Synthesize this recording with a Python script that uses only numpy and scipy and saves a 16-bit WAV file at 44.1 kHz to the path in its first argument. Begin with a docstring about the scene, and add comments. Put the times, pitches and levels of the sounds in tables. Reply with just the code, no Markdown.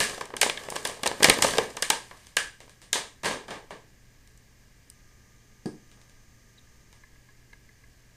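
"""A stiff plastic blister tray snaps and crinkles close by as hands work a toy figure out of it.
Each buckle launches a bending wave; dispersion brings the treble first, so it is heard as a very quick
falling chirp. The empty tray pops back a few times and clatters down further off in the quiet room.
The figure is then stood on a table with a knock, squeaks once and rocks on its feet."""
import sys
import numpy as np
from scipy import signal
from scipy.fft import rfft, irfft, next_fast_len
from scipy.io import wavfile
from scipy.ndimage import map_coordinates

SR = 44100
rng = np.random.default_rng(int(sys.argv[2]) if len(sys.argv) > 2 else 0)


def put_to_file(sound):
    """Save the sound as 16-bit audio at rate SR, in the file named by the first command-line argument."""
    columns = np.atleast_2d(sound).T  # one column per channel
    safe = np.clip(columns, -1, 1)
    whole_steps = np.round(safe * 32767)
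    wavfile.write(sys.argv[1], SR, whole_steps.astype(np.int16))


N = 359856


def amp(db):
    """Amplitude ratio of a level in decibels."""
    return 10 ** (np.asarray(db) / 20)


def along(points, hz):
    """Interpolation of (Hz, value) points on a logarithmic frequency axis."""
    f, v = np.transpose(points)
    return np.interp(np.log(hz + 1), np.log(f + 1), v)


def causal(db):
    """Minimum-phase response for levels on an FFT grid, by folding the cepstrum."""
    cepstrum = irfft(np.log(amp(db) + 1e-6))
    half = len(cepstrum) // 2
    cepstrum[1:half] *= 2
    cepstrum[half + 1:] = 0
    return np.exp(rfft(cepstrum))


def add(track, s, x):
    """Superposition: x joins the track at s seconds."""
    i = int(np.clip(round(s * SR), 0, N - 1))
    track[i:i + len(x)] += x[:N - i]


def noise(spectrum):
    """White noise filtered to a spectrum of (Hz, dB) points, at rms 1."""
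    gain = amp(along(spectrum, np.fft.rfftfreq(N, 1 / SR)))
    x = irfft(rfft(rng.standard_normal(N)) * gain, N)
    return x / np.sqrt(np.mean(x ** 2) + 1e-20)


def in_room(x, room_db, scatter=0, scatter_t60=.012, direct_db=0, build_s=0.0052):
    """Direct sound, early scattering from ribs and edges, and diffuse reverberation."""
    # Each row: frequency in Hz, level of the slightly boomy room in dB.
    colour = [(80, -3), (200, 3.5), (300, -0.5), (450, 0.5), (1000, 0), (5000, -1.5), (9000, 0.5),
              (14000, -4)]
    # Each row: frequency in Hz, reverberation time in seconds.
    decay = [(150, 0.41), (400, 0.36), (1000, .3), (3000, .33), (7500, 0.33), (14000, 0.26)]
    hz, t, spectra = signal.stft(rng.standard_normal(SR * 2 // 3), SR, nperseg=256)
    tail_db = along(colour, hz)[:, None] - 60 * t / along(decay, hz)[:, None]
    tail = signal.istft(spectra * amp(tail_db), SR, nperseg=256)[1]
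    t = np.arange(len(tail)) / SR
    tail *= 1 - np.exp(-t / build_s)
    near = rng.standard_normal(len(t)) * amp(-60 * t / scatter_t60)
    near *= scatter / np.linalg.norm(near)
    near[0] += 1  # the direct path
    response = amp(direct_db) * near / np.linalg.norm(near) + amp(room_db) * tail / np.linalg.norm(tail)
    return signal.fftconvolve(x, response)


def strain(t, build_db_per_s=105, relax_db_per_s=79.5):
    """Loading and relaxation: the sheet's strain, in dB, builds to each swell and falls after it."""
    # Each row: time in seconds and level in dB of a swell in the crinkling and rubbing.
    # The first is a pop dying away as the sound opens; the rest are tugs of the fingers.
    swells = [(0,7.5), (.13,-6), (0.611,-2.5), (0.758,0.5), (.89,-2), (1.09,-2), (1.28,7), (1.46,11)]
    return np.max([db - np.maximum(build_db_per_s * (s - t), relax_db_per_s * (t - s))
                   for s, db in swells], axis=0)


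def jolt(s, slack_db=-28):
    """Coupling, as bass in dB: a taut sheet jolts the whole tray, a slack one sounds thin."""
    return 0.21 * max(strain(s), slack_db)


def bending(hz, sweep, knee_hz=2500, piston_hz=550):
    """Dispersion: lower bending waves arrive later, but in the bass the sheet moves as one piston."""
    slowness = 1 / np.sqrt(1 + hz / knee_hz) - 1 / np.sqrt(1 + SR / 2 / knee_hz)
    delay = sweep * slowness * hz ** 2 / (hz ** 2 + piston_hz ** 2)
    return np.exp(-2j * np.pi * np.cumsum(delay) * hz[1])


def snap(db, tilt, sweep, bass_db=0, panel_hz=1000, panel_db=-99, size=4096):
    """Impulse response of the sheet: a falling chirp that swells at two well damped panel modes."""
    # Each row: frequency in Hz, level in dB common to all snaps.
    spectrum = [(40,-20), (150,-3.5), (300,-1.5), (500,0), (780,-1.5), (1000,0), (3000,1.5), (9000,-3),
                (14000,-16.5)]
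    # Each row: frequency in Hz, share of bass_db that applies there.
    jolt_share = [(300,0.96), (1000,0.025)]
    hz = np.fft.rfftfreq(size, 1 / SR)
    octaves = np.log2(np.clip(hz, 850, 9000) / 3000)  # the tilt pivots about 3 kHz
    sheet = amp(along(spectrum, hz) + tilt * octaves + bass_db * along(jolt_share, hz))
    lowest, overtone = (1 / (1 + (np.log((hz + 1) / centre) / .15) ** 2)
                        for centre in (panel_hz, 1.75 * panel_hz))
    panel = amp(panel_db) * (lowest + amp(-9) * overtone)
    response = causal(20 * np.log10(np.hypot(sheet, panel))) * bending(hz, sweep)
    return amp(db) * irfft(response)[:size // 2]


def pops():
    """Snap-through buckling sets a whole panel of the tray ringing for a few cycles."""
    # Each row: start in seconds, strength in dB, tilt in dB per octave, panel mode in Hz,
    # its level in dB relative to the strength, reverberation in dB.
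    buckles = [(0.001,5.5,0.4,1680,9.5,3), (0.208,-1,-7,990,7.5,-9.5), (0.4125,14,0.2,2153,4,-5),
               (0.428,12,-3,577,10,-10.5), (0.495,2,-4,2200,14.5,-12.5), (0.572,-11,-5,1880,21.5,-11.5),
               (0.8494,5.5,-2,610,7,-5.5), (1.0315,4.5,-3.5,560,8.5,-7.5), (1.062,6.5,-2.9,514,12,-16),
               (1.0721,2,1,4200,9.5,-14), (1.228,13.5,0.5,1900,7,-6.5), (1.242,19.5,-1,2040,7,-10),
               (1.296,18.5,-1,2030,9.5,-12), (1.4211,14,0.04,640,4.5,-4), (1.443,6.5,-6.5,560,19.5,-12.5),
               (1.5809,11,-6,453,17,-10), (1.767,-2.5,-3,997,12.5,-8.5), (1.8219,9,0,1800,6,-7.5),
               (1.9003,16,-1.9,890,9,-9.5), (2.1088,-16.5,-9.5,1110,17,-8.5), (2.3664,9.5,-0.8,1603,13,-5),
               (2.9283,7.5,0.5,3630,7.5,-3), (2.954,1,-4,1000,5,1)]
    out = np.zeros(N)
    for s, db, tilt, panel_hz, panel_db, room_db in buckles:
        pop = snap(db, tilt, sweep=.009, bass_db=jolt(s), panel_hz=panel_hz, panel_db=panel_db)
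        add(out, s, in_room(pop, room_db, scatter=2.1, scatter_t60=0.022))
    return out


def crinkle(count=240, span_s=2.2, size=2048):
    """Acoustic emission: the sheet gives many tiny snaps, louder under greater strain."""
    out, hz = np.zeros(N), np.fft.rfftfreq(size, 1 / SR)
    for place, strength, bright, path in rng.random((count, 4)):
        s = place * span_s
        colour = [(100, -13.5), (500, -2.5), (2000, -8 + 8 * bright),
                  (8000, -22 + 20 * bright), (14000, -36 + 22 * bright)]
        echoes = rng.standard_normal(size) * amp(-60 * np.arange(size) / SR / 0.018)
        spectrum = rfft(echoes / np.linalg.norm(echoes)) * causal(along(colour, hz))
        grain = irfft(spectrum * bending(hz, sweep=0.0068 + 0.013 * path))
        add(out, s, amp(strain(s) - 21 + 20 * strength ** 2) * grain[:size // 2])
    return in_room(out, room_db=-3)[:N]


def grip(rate):
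    """Stick-slip as a smooth random curve: the grip catches and lets go about rate times a second."""
    return map_coordinates(rng.standard_normal(int(N * rate / SR) + 4), [np.arange(N) * rate / SR])


def rubbing(slide_start_s=1.8, slide_end_s=2.286, edge_s=0.13):
    """Friction noise: fingers rub the hollow shell, and the figure hisses as it slides out."""
    t = np.arange(N) / SR
    shell = noise([(30, -6.5), (90, -6), (180, -8.5), (320, -10), (460, 1.5),
                   (750, -4.5), (1100, -4.5), (2500, -18.5), (9000, -41)])
    hiss = noise([(200, -20.5), (1000, 1.5), (3000, 0.5), (8000, -4.5), (13000, -11), (15000, -25)])
    shell *= amp(strain(t) - 43 + 4 * grip(110))
    sliding = np.clip(np.minimum(t - slide_start_s, slide_end_s - t) / edge_s + 1, 0, 1)
    slide = sliding * amp(-56 - 7 * (t - slide_start_s))  # fades 7 dB a second
    hiss *= np.hypot(amp(strain(t) - 47.5), slide) * amp(0.85 * grip(180))
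    return shell + hiss


def background():
    """Stationary noise floor: room rumble, microphone hiss and mains hum."""
    # Each row: frequency in Hz, relative spectral density in dB.
    floor = [(20, 2), (50, 0.5), (110, -7.5), (250, -12), (500, -21.5), (1000, -24), (2000, -19),
             (3500, -28.5), (6500, -25), (9500, -35.5), (15000, -34)]
    t = np.arange(N) / SR
    hum = amp(-62) * np.sin(2 * np.pi * 120 * t)
    return amp(-56.5) * noise(floor) + hum


def creases():
    """Local buckling: small creases give way with a tick, leaving the panel modes silent."""
    # Each row: start in seconds, strength in dB, tilt in dB per octave.
    folds = [(0.1766,-12.5,-9.5), (0.2541,-15.5,0), (0.3018,-19.5,-9.5), (0.3363,-12.5,-12.5),
             (0.3651,-2.5,-0.5), (0.462,-3.4,-9.5), (0.6842,-10,-8), (0.701,-12,7.5), (0.7208,-12,-9),
             (0.7557,-4.5,-1.55), (0.7616,-0.25,-2), (0.872,-8.5,5.5), (0.8951,-8.5,-6), (1.0574,3.5,-6),
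             (1.1125,-4.5,-8.5), (1.2037,-9.5,-11.5), (1.2232,2,-7), (1.2466,7.9,-3.3), (1.253,8,-5),
             (1.2842,8.5,-6.5), (1.339,-0.5,-2.5), (1.3862,-3.5,-9), (1.467,0.2,-1), (1.5346,-2,-7.5),
             (1.5708,-2,-3)]
    out = np.zeros(N)
    for s, db, tilt in folds:
        tick = snap(db, tilt, sweep=.008, bass_db=jolt(s))
        add(out, s, in_room(tick, room_db=-7.5, scatter=1.2, scatter_t60=.018))
    return out


def handling():
    """Light impacts tick on the plastic; a larger share of reverberation sounds further off."""
    # Each row: start in seconds, strength in dB, tilt in dB per octave, reverberation in dB.
    ticks = [(2.268,-19.5,-.7,-8), (2.603,-18.5,-3,0.5), (2.678,-27,-7,-11), (2.694,-23,-1.5,-1),
             (2.816,-23.5,-0.8,5), (4.274,-30,2,-7), (4.375,-39,9.5,-15), (4.8998,-27.5,9,-15),
             (5.914,-27,-2.5,0.5), (5.972,-37,-9,-6), (6.014,-27,-2,-4), (6.095,-29.5,-1.5,-2),
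             (6.927,-24.5,-2.5,-2.5), (7.532,-25,-5,-20)]
    out = np.zeros(N)
    for s, db, tilt, room_db in ticks:
        add(out, s, in_room(snap(db, tilt, sweep=0.0056), room_db, scatter=1, scatter_t60=0.015))
    return out


def landing():
    """The dropped tray bounces, harder impacts brighter, and is heard mostly by reflection."""
    # Each row: start in seconds, strength in dB.
    bounces = [(3.232,-6.5), (3.244,-1), (3.255,1.5), (3.28,-3.5), (3.309,-7), (3.334,-13), (3.385,-24),
               (3.48,-14), (3.505,-9), (3.554,-20), (3.705,-14.5)]
    out = np.zeros(N)
    for s, db in bounces:
        hit = snap(db, tilt=-4 + 0.21 * db, sweep=0.0066, bass_db=-2)
        add(out, s, in_room(hit, room_db=3, scatter=2.4, scatter_t60=.05, direct_db=2, build_s=0.0062))
    return out


def whine():
    """A faint pure tone and a high band of noise sound together for about two seconds."""
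    t = np.arange(N) / SR
    tone = amp(-73.5) * np.sin(2 * np.pi * 1211 * t)
    band = amp(-72.5) * noise([(4000, -24), (6400, 0), (8500, -33)])
    return (tone + band) * np.interp(t, [4.85, 4.95, 7, 7.1], [0, 1, 1, 0])


def ring(hz, t60, attack_s=0.00093, size=12000):
    """Free vibration of one damped mode, with energy 1."""
    t = np.arange(size) / SR
    mode = np.sin(2 * np.pi * hz * t) * amp(-60 * t / t60) * (1 - np.exp(-t / attack_s))
    return mode / np.linalg.norm(mode)


def table_knock(start_s=5.657):
    """Impact excitation: the figure meets the table with a click and sets its modes ringing."""
    # Each row: frequency in Hz, level in dB, 60 dB decay time in seconds.
    table_modes = [(172, -2.5, 0.056), (217.5, 5, 0.029), (310, 3.5, 0.081), (364.6, 0.5, 0.11),
                   (434, -4.5, 0.07), (727, -10.5, 0.044), (1227, -20, 0.028), (1660, -25, 0.05)]
    out = np.zeros(N)
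    knock = sum(amp(db) * ring(hz, t60, attack_s=0.0044) for hz, db, t60 in table_modes)
    radiation = signal.butter(2, 90, "highpass", fs=SR, output="sos")  # a small top gives no deep bass
    add(out, start_s, amp(-6) * in_room(signal.sosfilt(radiation, knock), room_db=-11))
    contact = snap(db=-20.5, tilt=-9, sweep=0.00268, panel_hz=4940, panel_db=9)
    add(out, start_s, in_room(contact, room_db=-2.5, scatter=2.4, scatter_t60=0.026))
    return out


def squeak(start_s=6.574, length_s=0.023, start_hz=4000, end_hz=3550):
    """Friction in a slipping joint of the figure gives a brief, rough, falling note."""
    out = np.zeros(N)
    progress = np.arange(int(length_s * SR)) / (length_s * SR)
    hz = start_hz + (end_hz - start_hz) * progress + 900 * rng.standard_normal(len(progress))
    note = np.sin(2 * np.pi * np.cumsum(hz) / SR) * np.sin(np.pi * progress)
    add(out, start_s, amp(-53) * in_room(note, room_db=-16))
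    return out


def rocking(spot_db_per_octave=12.5):
    """The figure settles on its feet; the point of impact decides which modes ring most."""
    # Each row: start in seconds, relative level in dB, frequency in Hz that the struck spot favours.
    taps = [(7.0359, -44, 1700), (7.1568, -55, 1700), (7.2874, -51, 1670), (7.53, -44, 2110),
            (7.69, -50, 2045), (7.8374, -50.5, 2120)]
    # Each row: frequency in Hz, level in dB, 60 dB decay time in seconds.
    figure_modes = [(1080, 6.5, 0.041), (1697, 2.5, 0.051), (2070, 4, .03), (4105, 2, 0.0072),
                    (6100, -11, 0.00592)]
    out = np.zeros(N)
    for s, db, spot_hz in taps:
        tap = 0
        for hz, mode_db, t60 in figure_modes:
            # a new spot and grip at each tap shift every mode's level and pitch a little
            level_db = mode_db - spot_db_per_octave * abs(np.log2(hz / spot_hz)) + rng.normal(0, 0.83)
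            tap += amp(level_db) * ring(hz * np.exp(rng.normal(0, .025)), t60)
        add(out, s, amp(db + 14) * in_room(tap, room_db=-16))
    return out


def scene():
    """Superposition of all sources at one microphone."""
    tray = pops() + creases() + crinkle() + rubbing() + landing() + handling()
    figure = table_knock() + rocking() + squeak()
    return (tray + figure + whine() + background())[None]


def record(dry, ceiling=.74, hardness=6, top_hz=15100):
    """Resonances of the microphone port and nearby surfaces, soft saturation, then a steep low-pass."""
    # Each row: centre of a peak or dip in Hz, width in Hz, relative gain in dB.
    port = [(204, 35, 0.5), (330, 82, -0.5), (440, 62, 3), (570, 70, 1), (790, 64, -1), (1454, 140, -11),
            (1594, 150, 7), (2620, 110, -6), (2704, 150, 2), (3880, 130, 1), (4300, 200, 0), (4810, 330, 2),
            (5230, 160, 1), (6230, 270, 2), (6800, 100, -2.5), (7140, 340, 3.5), (7600, 180, -2.5),
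            (8050, 210, 4.5), (8920, 260, 7)]
    size = 2 * next_fast_len(N // 2 + 8192)
    hz = np.fft.rfftfreq(size, 1 / SR)
    port_db = sum(db * np.exp(-((hz - centre) / width) ** 2) for centre, width, db in port)
    x = irfft(rfft(dry, size) * causal(port_db - 0.5))
    x /= (1 + np.abs(x / ceiling) ** hardness) ** (1 / hardness)
    return irfft(rfft(x) / np.sqrt(1 + (hz / top_hz) ** 160))[:, :N]


dry = scene()
out = record(dry)
put_to_file(out)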